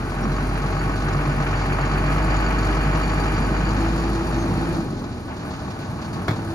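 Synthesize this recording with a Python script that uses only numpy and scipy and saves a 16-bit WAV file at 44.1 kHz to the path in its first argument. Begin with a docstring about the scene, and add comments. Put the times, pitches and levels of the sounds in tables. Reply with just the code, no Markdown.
"""Diesel box truck crossing a lot

A six-cylinder diesel box truck creeps across a concrete lot in low gear, passes, and drops back to idle. The
exhaust and the belt-driven fan sing in wavering tones; noise bursts at each firing shake the block. Injectors
tick as small struck modes, two faint steady hums sound throughout, and rubbing metal chirps. Near the end
something knocks in the chassis, and the box body answers with a ringing thud."""
import sys
import numpy as np
from scipy import signal
from scipy.fft import rfft, irfft, next_fast_len
from scipy.io import wavfile

SR = 44100
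rng = np.random.default_rng(int(sys.argv[2]) if len(sys.argv) > 2 else 0)


def to_wav(s):
    """Save 16-bit WAV."""
    ch = np.atleast_2d(s).T  # columns
    pcm = np.round(np.clip(ch, -1, 1) * 32767)  # PCM
    wavfile.write(sys.argv[1], SR, pcm.astype(np.int16))


N = 288414
TIME = np.arange(N) / SR
SIZE = next_fast_len(N)
BIN_HZ = np.maximum(np.arange(SIZE // 2 + 1) * SR / SIZE, 1)

# exhaust: muffler and tailpipe resonances, levels relative to the overtones
BOOM_HZ, BOOM_WIDTH_HZ, BOOM_DB = 139.8, 20.7, 1
PIPE_HZ, PIPE_WIDTH_HZ, PIPE_DB = 372, 37, -10
# the boom throbs up and down by this much
THROBS_PER_FIRING, THROB_CREST_S, THROB_DB = .155, 1.155, 3

# fan: its octave blooms as it climbs into the shroud resonance
BLADES_PER_FIRING = 3.195
SHROUD_HZ, SHROUD_WIDTH_HZ, SHROUD_DB = 332, 22, 3
LINE_SLIP = .03   # phase unsteadiness of the boom and the fan tones, in cycles

# engine: speeds in firings per second, then the seconds it takes to cover its own distance from the listener
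IDLE_HZ, CRUISE_HZ, PASS_S = 35, 50, 2.6
SWELL_IN_RUMBLE = 0.18   # share of each growl swell that reaches the rumble
LOPE_DB = 0.45   # clatter, crack and rasp pulse irregularly together
CRACK_DECAY = .42   # in firings
PUMP_DB, PUMP_CREST = 0.33, 0.69   # swing of the fuel stroke; its crest in firings into each pair

# injectors
TICK_HZ, TICK_SCATTER_HZ, TICK_SCATTER_DB = 4610, 130, 6
TICK_ALTERNATION_DB = 1   # one tick is harder by this much, the next softer

SQUEAK_SLIP = 0.25   # phase unsteadiness, in cycles
CUTOFF_HZ = 15100


def from_db(db):
    """Decibels to gain."""
    return 10 ** (np.asarray(db) / 20)


def rms_one(x):
    """Scale to rms 1 in the middle of the stereo image."""
    middle = np.atleast_2d(x).mean(0)
    return x / np.sqrt(np.mean(middle ** 2) + 1e-20)


def in_time(rows):
    """The columns of a curve at every sample."""
    s, *columns = np.transpose(rows)
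    return [np.interp(TIME, s, c) for c in columns]


def at_hz(points, hz):
    """Read a table along log frequency."""
    known_hz, values = np.transpose(points)
    return np.interp(np.log(hz), np.log(known_hz), values)


def bumps(rows):
    """Smooth passing lifts or dips, in dB at every sample."""
    return sum(db * np.exp(-((TIME - s) / length) ** 2) for s, length, db in rows)


def drift(rate):
    """Smooth chance with about `rate` turns a second, spread 1."""
    slow = signal.resample_poly(rng.standard_normal(int(7 * rate) + 8), 16, 1)
    return rms_one(np.interp(TIME * rate * 16, np.arange(len(slow)), slow))


def tone(turns, waver_db, waver_rate, slip):
    """One partial whose strength and phase waver as the sound paths shift."""
    strength = from_db(waver_db * drift(waver_rate))
    phase = turns + rng.random() + slip * drift(waver_rate)
    return np.sqrt(2) * strength * np.sin(2 * np.pi * phase)


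def resonance(hz, centre_hz, width_hz):
    """Gain of a tone that moves through a resonance; 1 on top."""
    return 1 / np.hypot(1, 2 * (hz - centre_hz) / width_hz)


def lifts(hz):
    """Response of the narrow resonances in cab, hood and block."""
    # Each row: centre in Hz, width in Hz, lift in dB
    body_resonances = [(366, 11, 5.5), (445, 19, 4), (631.4, 22, 8), (779, 16, 7), (837, 15, 4.5),
                       (878, 11, 3.5), (1110, 32, 5.5), (1265, 16, 7), (1496, 8.8, 9), (1790, 4.9, 6),
                       (2210, 32, 4), (2400, 34, 6.5), (6630, 47, 4)]
    peaks = [1 + (from_db(db) - 1) / (1 + 2j * (hz - centre) / width) for centre, width, db in body_resonances]
    return np.prod(peaks, axis=0)


def radiate(pair, spectrum):
    """Two unrelated excitations take on the truck's colour and reach left and right partly alike; rms 1."""
    # How alike left and right are. 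Each row: frequency in Hz, likeness from 0 to 1
    likeness = [(60, .996), (130, 0.96), (300, 0.97), (600, 0.78), (1300, 0.81), (2000, 0.075),
                (2800, 0.65), (4600, 0.43), (5500, 0.73), (7000, 0.16), (12000, 0.74)]
    # Stereo balance. Each row: frequency in Hz, left minus right in dB
    balance = [(60, -.5), (300, -0.3), (650, 2.5), (1300, 2), (2500, -1), (5000, -2), (9000, 0)]
    # Head start of the left side. Each row: frequency in Hz, phase lead in radians
    left_lead = [(20, 0), (200, .25), (500, .7), (1500, 1.2), (2500, 2.0), (3500, 3.1), (4500, 5.5),
                 (6000, 6.4), (7000, 6.6), (9000, 6.3)]
    direct, scattered = rfft(pair, SIZE) * from_db(at_hz(spectrum, BIN_HZ)) * lifts(BIN_HZ)
    alike = np.clip(at_hz(likeness, BIN_HZ), 0, 1)
    sides = np.array([[1], [-1]])
    both = np.sqrt(1 + alike) * direct + np.sqrt(1 - alike) * scattered * sides
    both = both * from_db(sides * at_hz(balance, BIN_HZ) / 2)
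    both[1] *= np.exp(-1j * at_hz(left_lead, BIN_HZ))
    return rms_one(irfft(both, SIZE)[:, :N])


def firings(crank, spectrum, repeat, decay, depth, uneven_db):
    """Each firing adds a dying noise burst; the share `repeat` returns alike in every six-cylinder cycle."""
    # The cylinders knock unevenly: one level in dB each, in firing order
    cylinder_db = [0.26, 0, 2.1, 1.3, 0.5, 1.6]
    number, age = crank.astype(int), crank % 1   # age and decay in firings
    chance_db = uneven_db * np.sqrt(3) * rng.uniform(-1, 1, number[-1] + 1)
    blow_db = np.array(cylinder_db)[number % 6] + chance_db[number]
    depth, repeat = np.clip(depth, 0, 1), np.clip(repeat, 0, 1)
    pulse = rms_one((1 - np.exp(-age / 0.12)) * np.exp(-age / decay))
    burst = 1 - depth + depth * from_db(blow_db) * pulse
    # one stored cycle of noise, read at the speed of the crank
    size = 6 * SR // 50
    cycle = rng.standard_normal((2, size))[:, (crank / 6 * size).astype(int) % size]
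    fresh = rng.standard_normal((2, N))
    return radiate(burst * (np.sqrt(repeat) * cycle + np.sqrt(1 - repeat) * fresh), spectrum)


def struck(events, modes, spread_db, contact_s):
    """Every blow (s, dB, pitch factor) sets each mode ringing with a strength of its own."""
    pitch, level_db, t60 = np.transpose(modes)[:, :, None]
    age, out = TIME[:int(t60.max() * SR)], np.zeros(N)
    fade = from_db(level_db - 60 * age / t60) * (1 - np.exp(-age / contact_s))
    signs = (-1) ** np.arange(len(pitch))[:, None]
    for s, db, factor in events:
        strengths = from_db(db + spread_db * rng.standard_normal(pitch.shape)) * signs
        ringing = strengths * fade * np.sin(2 * np.pi * factor * pitch * age)
        start = int(s * SR)
        out[start:start + len(age)] += ringing.sum(0)[:N - start]
    return out


def blows(events, spectrum, decay_s, tail_db, tail_s):
    """Dying noise stands for a crowd of close modes; the lot returns a weaker, longer tail."""
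    level = np.zeros(N)
    for s, db in events:
        age = TIME[:N - int(s * SR)]
        rise = 1 - np.exp(-age / 0.00023)
        fall = np.exp(-age / decay_s) + from_db(tail_db) * np.exp(-age / tail_s)
        level[N - len(age):] += from_db(db) * rise * fall
    return level * radiate(rng.standard_normal((2, N)), spectrum)


def part_levels(firing_hz):
    """Each part follows load and speed in its own measure and changes as the truck rolls by; dB per sample."""
    # Engine load: pulls, eases, drops while coasting, then climbs again at idle.
    # Each row: time in seconds, dB relative to the starting load
    load = [(0, 0), (.3, 1.5), (1.05, -1), (1.8, 0), (2.25, 1.5), (3.85, -1.5), (4.25, -6), (4.76, -5.5),
            (4.86, -26), (5.05, -28), (5.18, -16), (5.25, -28), (5.3, -18), (5.41, -16), (5.5, -3),
            (5.6, -10), (6.54, 4.5)]
    # Mix of the truck. Each entry: base level in dB, share of the load's swing, dB per octave of speed,
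    # moment it faces the listener in seconds, how narrowly it radiates (negative: weakest when facing)
    parts = { "throb": (-30, 0, 9, 1.9, 2), "blades": (-31, 0, 23, 0, 0.86),
             "rumble": (-28, 0.16, 9.5, 5, .5), "growl": (-28.5, 0, 11, 4, 0.24),
             "clatter": (-30.5, 0.18, 7, 3, 1.0), "crack": (-34.5, 1.2, 2, 1.94, 2.5),
             "rasp": (-33.5, 0.25, 5, 2.5, 2.5), "hiss": (-43.5, 0.15, 7.5, 3.5, .5),
             "sizzle": (-56, 0.2, 9, -2, -0.12), "injectors": (-41, 0.2, 18, 2.5, 4), }
    (load_db,) = in_time(load)
    octaves = np.log2(firing_hz / CRUISE_HZ)
    levels = {}
    for name, (db, share, speed_db, facing, narrow) in parts.items():
        away_db = narrow * 10 * np.log10(1 + ((TIME - facing) / PASS_S) ** 2)
        levels[name] = db + share * load_db + speed_db * octaves - away_db
    return levels


def exhaust(crank, firing_hz, level):
    """A firing tone from the tailpipe; overtones bloom as they meet pipe resonances, and the third throbs."""
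    # Firing tone. Each row: time in seconds, level in dB
    drone_curve = [(0.0, -30), (0.03, -33.5), (0.31, -25), (0.58, -26.5), (1.71, -26.5), (2.28, -22),
                   (3.35, -24.5), (3.79, -23.5), (4.79, -33.5), (4.9, -45), (4.99, -39), (5.26, -48),
                   (6.12, -59), (6.45, -46), (6.49, -57), (6.54, -40)]
    # Plain overtones. Each row: multiple of the firing rate, relative level in dB
    orders = [(2, -6.5), (4, -17.5), (7, -18.5)]
    # Louder booms. Each row: centre in seconds, half-length in seconds, lift in dB
    boom_lifts = [(.3, 0.05, 6.5), (1.19, 0.092, 3.5), (2.12, 0.14, 3.5), (2.87, 0.023, 9),
                  (3.44, 0.097, 6.5)]
    (drone_db,) = in_time(drone_curve)
    drone = from_db(drone_db) * tone(crank, waver_db=0.5, waver_rate=12, slip=0.0084)
    overtones = sum(from_db(db) * tone(round(k) * crank, waver_db=2.5, waver_rate=9, slip=0.05)
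                    for k, db in orders)
    crest = np.interp(THROB_CREST_S, TIME, crank)
    throb = np.cos(2 * np.pi * THROBS_PER_FIRING * (crank - crest))
    boom = from_db(BOOM_DB + THROB_DB * throb + bumps(boom_lifts))
    boom = boom * resonance(3 * firing_hz, BOOM_HZ, BOOM_WIDTH_HZ)
    overtones += boom * tone(3 * crank, waver_db=1, waver_rate=4, slip=LINE_SLIP)
    for k in range(7, 9):   # multiples that pass through the tailpipe resonance
        pipe = from_db(PIPE_DB) * resonance(k * firing_hz, PIPE_HZ, PIPE_WIDTH_HZ)
        overtones += pipe * tone(k * crank, waver_db=2.5, waver_rate=8.7, slip=0.039)
    return (drone + from_db(level["throb"]) * overtones) * from_db([[-.25], [.25]])   # a touch to the right


def fan(crank, firing_hz, level):
    """The blade tone and its octave follow the crank through the belt and flutter in the turbulent air."""
    turns, octave_hz = BLADES_PER_FIRING * crank, 2 * BLADES_PER_FIRING * firing_hz
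    blade_gain = from_db(level["blades"])
    bloom = from_db(level["blades"] + SHROUD_DB) * resonance(octave_hz, SHROUD_HZ, SHROUD_WIDTH_HZ)
    flutter = from_db(2 * drift(45))
    blade = blade_gain * tone(turns, waver_db=-1.5, waver_rate=14, slip=LINE_SLIP)
    octave = bloom * tone(2 * turns, waver_db=0.9, waver_rate=11.0, slip=LINE_SLIP)
    return flutter * (blade + octave)


def body_and_intake(crank, level):
    """The firings shake the body into a rumble and make the intake growl, with brief swells."""
    # Growl swells and dips. Each row: centre in seconds, half-length in seconds, lift in dB
    growl_swells = [(.26, 0.068, 5.5), (3.507, 0.035, 5), (4.593, 0.098, 2.5), (5.6, .04, -2.5),
                    (6.203, 0.06, 4.5), (6.44, 0.063, 2.5)]
    # Body colour. Each row: frequency in Hz, relative dB per Hz
    rumble_colour = [(25, -30), (36, -48), (48, 2), (60, -8), (70, 2), (81, 1.5), (100, 1), (125, 3.5),
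                     (150, -2), (190, -3.5), (260, -34), (400, -77)]
    # Intake colour. Each row: frequency in Hz, relative dB per Hz
    growl_colour = [(120, -14.5), (170, 1), (200, 1.5), (250, 2), (300, 0), (360, -5), (450, -14),
                    (600, -13), (900, -69)]
    swell_db = bumps(growl_swells)
    rumble = firings(crank, rumble_colour, repeat=0.46, decay=0.83, depth=0.43, uneven_db=0.5)
    growl = firings(crank, growl_colour, repeat=0.24, decay=1.0, depth=0.2, uneven_db=0.0)
    rumble_gain = from_db(level["rumble"] + SWELL_IN_RUMBLE * swell_db)
    return rumble_gain * rumble + from_db(level["growl"] + swell_db) * growl


def block_knock(crank, apart, level):
    """Combustion knock drives the block's clatter and hard crack and a rasp above them."""
    # The knock hardens for a few firings. Each row: centre in seconds, half-length in seconds, lift in dB
    hard_knocks = [(.65, 0.018, 1.5), (1.55, 0.012, 2), (1.802, 0.018, 1), (1.95, 0.021, 1),
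                   (2.11, 0.015, 2), (2.48, .03, 1)]
    # It fades while coasting without fuel, then returns with a chuff.
    # Each row: centre in seconds, half-length in seconds, lift in dB
    coasting = [(4.9, 0.14, -1.5), (5.17, 0.063, -5), (5.315, 0.032, 3)]
    # Clatter colour. Each row: frequency in Hz, relative dB per Hz
    clatter_colour = [(250, -54), (400, -2), (490, -1), (550, -7), (700, -0.5), (850, -0.5), (1000, -1),
                      (1270, -5.5), (1500, -6.5), (1900, -13), (2800, -54)]
    # Crack colour. Each row: frequency in Hz, relative dB per Hz
    crack_colour = [(350, -35), (600, -0.5), (900, -0.5), (1400, 1), (1900, -7), (2500, -11.5), (3300, -23),
                    (5000, -60)]
    # Rasp colour. Each row: frequency in Hz, relative dB per Hz
    rasp_colour = [(700, -29), (1150, 1.5), (1450, 0.5), (1750, 1.5), (2050, -3), (2400, -3.5), (2800, -5),
                   (3400, -14), (5000, -61)]
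    knock_db = bumps(hard_knocks) + bumps(coasting) + LOPE_DB * drift(20)
    clatter = firings(crank, clatter_colour, repeat=0.59, decay=0.53, depth=0.29 * apart, uneven_db=2.5)
    crack = firings(crank, crack_colour, repeat=0.7, decay=CRACK_DECAY, depth=0.72, uneven_db=0.8)
    rasp = firings(crank, rasp_colour, repeat=0.64, decay=0.99, depth=0.33 * apart, uneven_db=4.0)
    return (from_db(level["clatter"] + knock_db) * clatter + from_db(level["crack"] + knock_db) * crack
            + from_db(level["rasp"] + knock_db) * rasp)


def fuel_hiss(crank, apart, level):
    """The fuel system hisses, pulsing on every second firing, under a thin sizzle."""
    # Hiss colour. Each row: frequency in Hz, relative dB per Hz
    hiss_colour = [(2200, -1.5), (3000, 1), (3450, 2), (3900, 5), (4500, 6), (5200, 1), (6000, -1),
                   (6900, 0), (7800, -15.5), (9000, -47)]
    # Sizzle colour. 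Each row: frequency in Hz, relative dB per Hz
    sizzle_colour = [(6500, -18), (7800, -6), (8700, -2), (9600, 7.5), (10300, 0.5), (11000, -6.5),
                     (12500, -2.5), (15000, -13)]
    pump_db = PUMP_DB * np.cos(np.pi * (crank - PUMP_CREST))
    hiss = firings(crank, hiss_colour, repeat=0.36, decay=0.67, depth=0.21 * apart, uneven_db=6.0)
    sizzle = firings(crank, sizzle_colour, repeat=0.12, decay=0.75, depth=0.29 * apart, uneven_db=5.5)
    return from_db(level["hiss"] + pump_db) * hiss + from_db(level["sizzle"]) * sizzle


def engine(crank, firing_hz, level):
    """The same firings drive body, intake, block and fuel system."""
    apart = (IDLE_HZ / firing_hz) ** 0.37   # at idle the knocks stand apart; faster, they run together
    return body_and_intake(crank, level) + block_knock(crank, apart, level) + fuel_hiss(crank, apart, level)


def injectors(crank, level):
    """Thin steel ticks ring the injector lines on every firing, hard and soft in turn; some stand out."""
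    # Ticks that stand out. Each row: start in seconds, level in dB, pitch in Hz
    loud_ticks = [(.3626, -34, 4510), (.792, -33, 4540), (1.7295, -34, 4370), (1.8123, -36, 4420),
                  (2.168, -36, 4310), (2.461, -29.5, 4610), (2.587, -33, 4565), (2.8095, -38, 4530),
                  (2.9547, -41, 4650), (3.031, -33, 4580), (3.116, -34, 4690), (3.2809, -35, 4670),
                  (3.37, -39, 4650), (3.4253, -36, 4800), (3.5676, -38, 4630), (3.6514, -33, 4650),
                  (3.689, -32, 4540)]
    # Ringing of the injector lines. Each row: multiple of the tick's pitch, level in dB, t60 in seconds
    line_modes = [(.95, -4, 0.015), (.98, -10.5, 0.027), (1.001, -4, 0.09), (1.025, -14, 0.042),
                  (1.49, -8.5, 0.057), (1.53, -17, 0.073)]
    at = np.flatnonzero(np.diff(np.floor(crank - .3)) > 0)   # .3 of a firing after each one starts
    strength, detune = rng.uniform(-0.97, 1, (len(at), 2)).T
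    turn_db = TICK_ALTERNATION_DB * (-1) ** crank[at].astype(int)
    tick_db = level["injectors"][at] + turn_db + TICK_SCATTER_DB * strength
    chatter = np.column_stack([TIME[at], tick_db, TICK_HZ + TICK_SCATTER_HZ * detune])
    # left and right share the ticks but draw their own mode strengths
    return np.array([struck(chatter, line_modes, spread_db=4.5, contact_s=0.0011)
                     + struck(loud_ticks, line_modes, spread_db=0.5, contact_s=0.0012) for side in range(2)])


def steady_hums():
    """Two faint wavering steady tones; the lower swells just before the engine runs down and during it."""
    # Each row: frequency in Hz, level in dB
    hum_tones = [(102, -43), (329, -46.5)]
    # Swells of the lower tone. Each row: centre in seconds, half-length in seconds, lift in dB
    low_swells = [(4.6, .13, 10), (4.974, 0.13, 11)]
    tone_lifts = (bumps(low_swells), 0)
    return sum(from_db(db + lift_db) * tone(hz * TIME, waver_db=4.0, waver_rate=6, slip=0.12)
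               for (hz, db), lift_db in zip(hum_tones, tone_lifts))


def squeaks():
    """Faint chirps of rubbing metal: sines with unsteady phase under smooth swells."""
    # Each row: centre in seconds, half-length in seconds, pitch in Hz, peak level in dB
    chirps = [(0.24, .012, 5600, -43), (4.412, 0.045, 6330, -45)]
    total = np.zeros(N)
    for s, length, hz, db in chirps:
        swell = np.exp(-((TIME - s) / length) ** 2)
        total += from_db(db) * swell * np.sin(2 * np.pi * (hz * TIME + SQUEAK_SLIP * drift(280)))
    return total


def chassis():
    """A hard knock rings in the steel frame and shakes the box, which thuds as it settles."""
    # The knock and its rebound. Each row: start in seconds, level in dB
    knock_blows = [(6.281, -21), (6.309, -35)]
    # Thuds of the box. Each row: start in seconds, level in dB
    box_thuds = [(6.288, -12), (6.308, -9.5), (6.335, -16.5), (6.389, -24)]
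    # Knock colour. Each row: frequency in Hz, relative dB per Hz
    knock_colour = [(200, 6), (400, 3), (650, 2.5), (950, -3), (1450, 1), (1900, -4), (2220, -5),
                    (2800, -20), (3400, -6), (4100, -10.5), (4700, -16), (6500, -20.5), (9000, -34),
                    (15000, -30)]
    # Steel frame. Each row: mode in Hz, level in dB, t60 in seconds
    frame_modes = [(385, 0, 0.078), (560, -9, .08), (700, -2, .07), (880, -5, .08), (1410, 0, 0.044),
                   (1690, 1, 0.038), (2200, -5, 0.063), (3400, -12, 0.065), (4220, -11, .06)]
    # Box body. Each row: mode in Hz, level in dB, t60 in seconds
    box_modes = [(112, -7, 0.095), (162, -0.5, 0.05), (221, -8, 0.035), (309, -8, 0.075)]
    knock = blows(knock_blows, knock_colour, decay_s=0.013, tail_db=-10.5, tail_s=0.048)
    clank = struck([(s, db, 1) for s, db in knock_blows], frame_modes, spread_db=0.0, contact_s=0.0024)
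    thud = struck([(s, db, 1) for s, db in box_thuds], box_modes, spread_db=1.5, contact_s=0.0022)
    return knock + clank + thud


def scene():
    """Everything on the engine turns with one crank, counted in firings."""
    # Engine speed: three nudges of the pedal, then down to idle.
    # Each row: time in seconds, firings per second
    speed = [(0, 42.3), (.37, 46.9), (.6, 46.6), (.9, 47.5), (1.85, 46.7), (2.2, 50.0), (2.6, 49.2),
             (3.5, 48.7), (3.95, 52.1), (4.2, 52.0), (4.45, 52.5), (4.76, 52.0), (4.83, 51.1), (5.1, 37.6),
             (5.25, 35.6), (6.54, 34.8)]
    (firing_hz,) = in_time(speed)
    crank = np.cumsum(firing_hz) / SR
    level = part_levels(firing_hz)
    motor = exhaust(crank, firing_hz, level) + fan(crank, firing_hz, level)
    motor = motor + engine(crank, firing_hz, level) + injectors(crank, level)
    return motor + steady_hums() + squeaks() + chassis()


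def record(dry):
    """A steep elliptic low-pass cuts the top."""
    return signal.sosfilt(signal.ellip(10, .1, 80, CUTOFF_HZ, fs=SR, output="sos"), dry)


dry = scene()
out = record(dry)
to_wav(out)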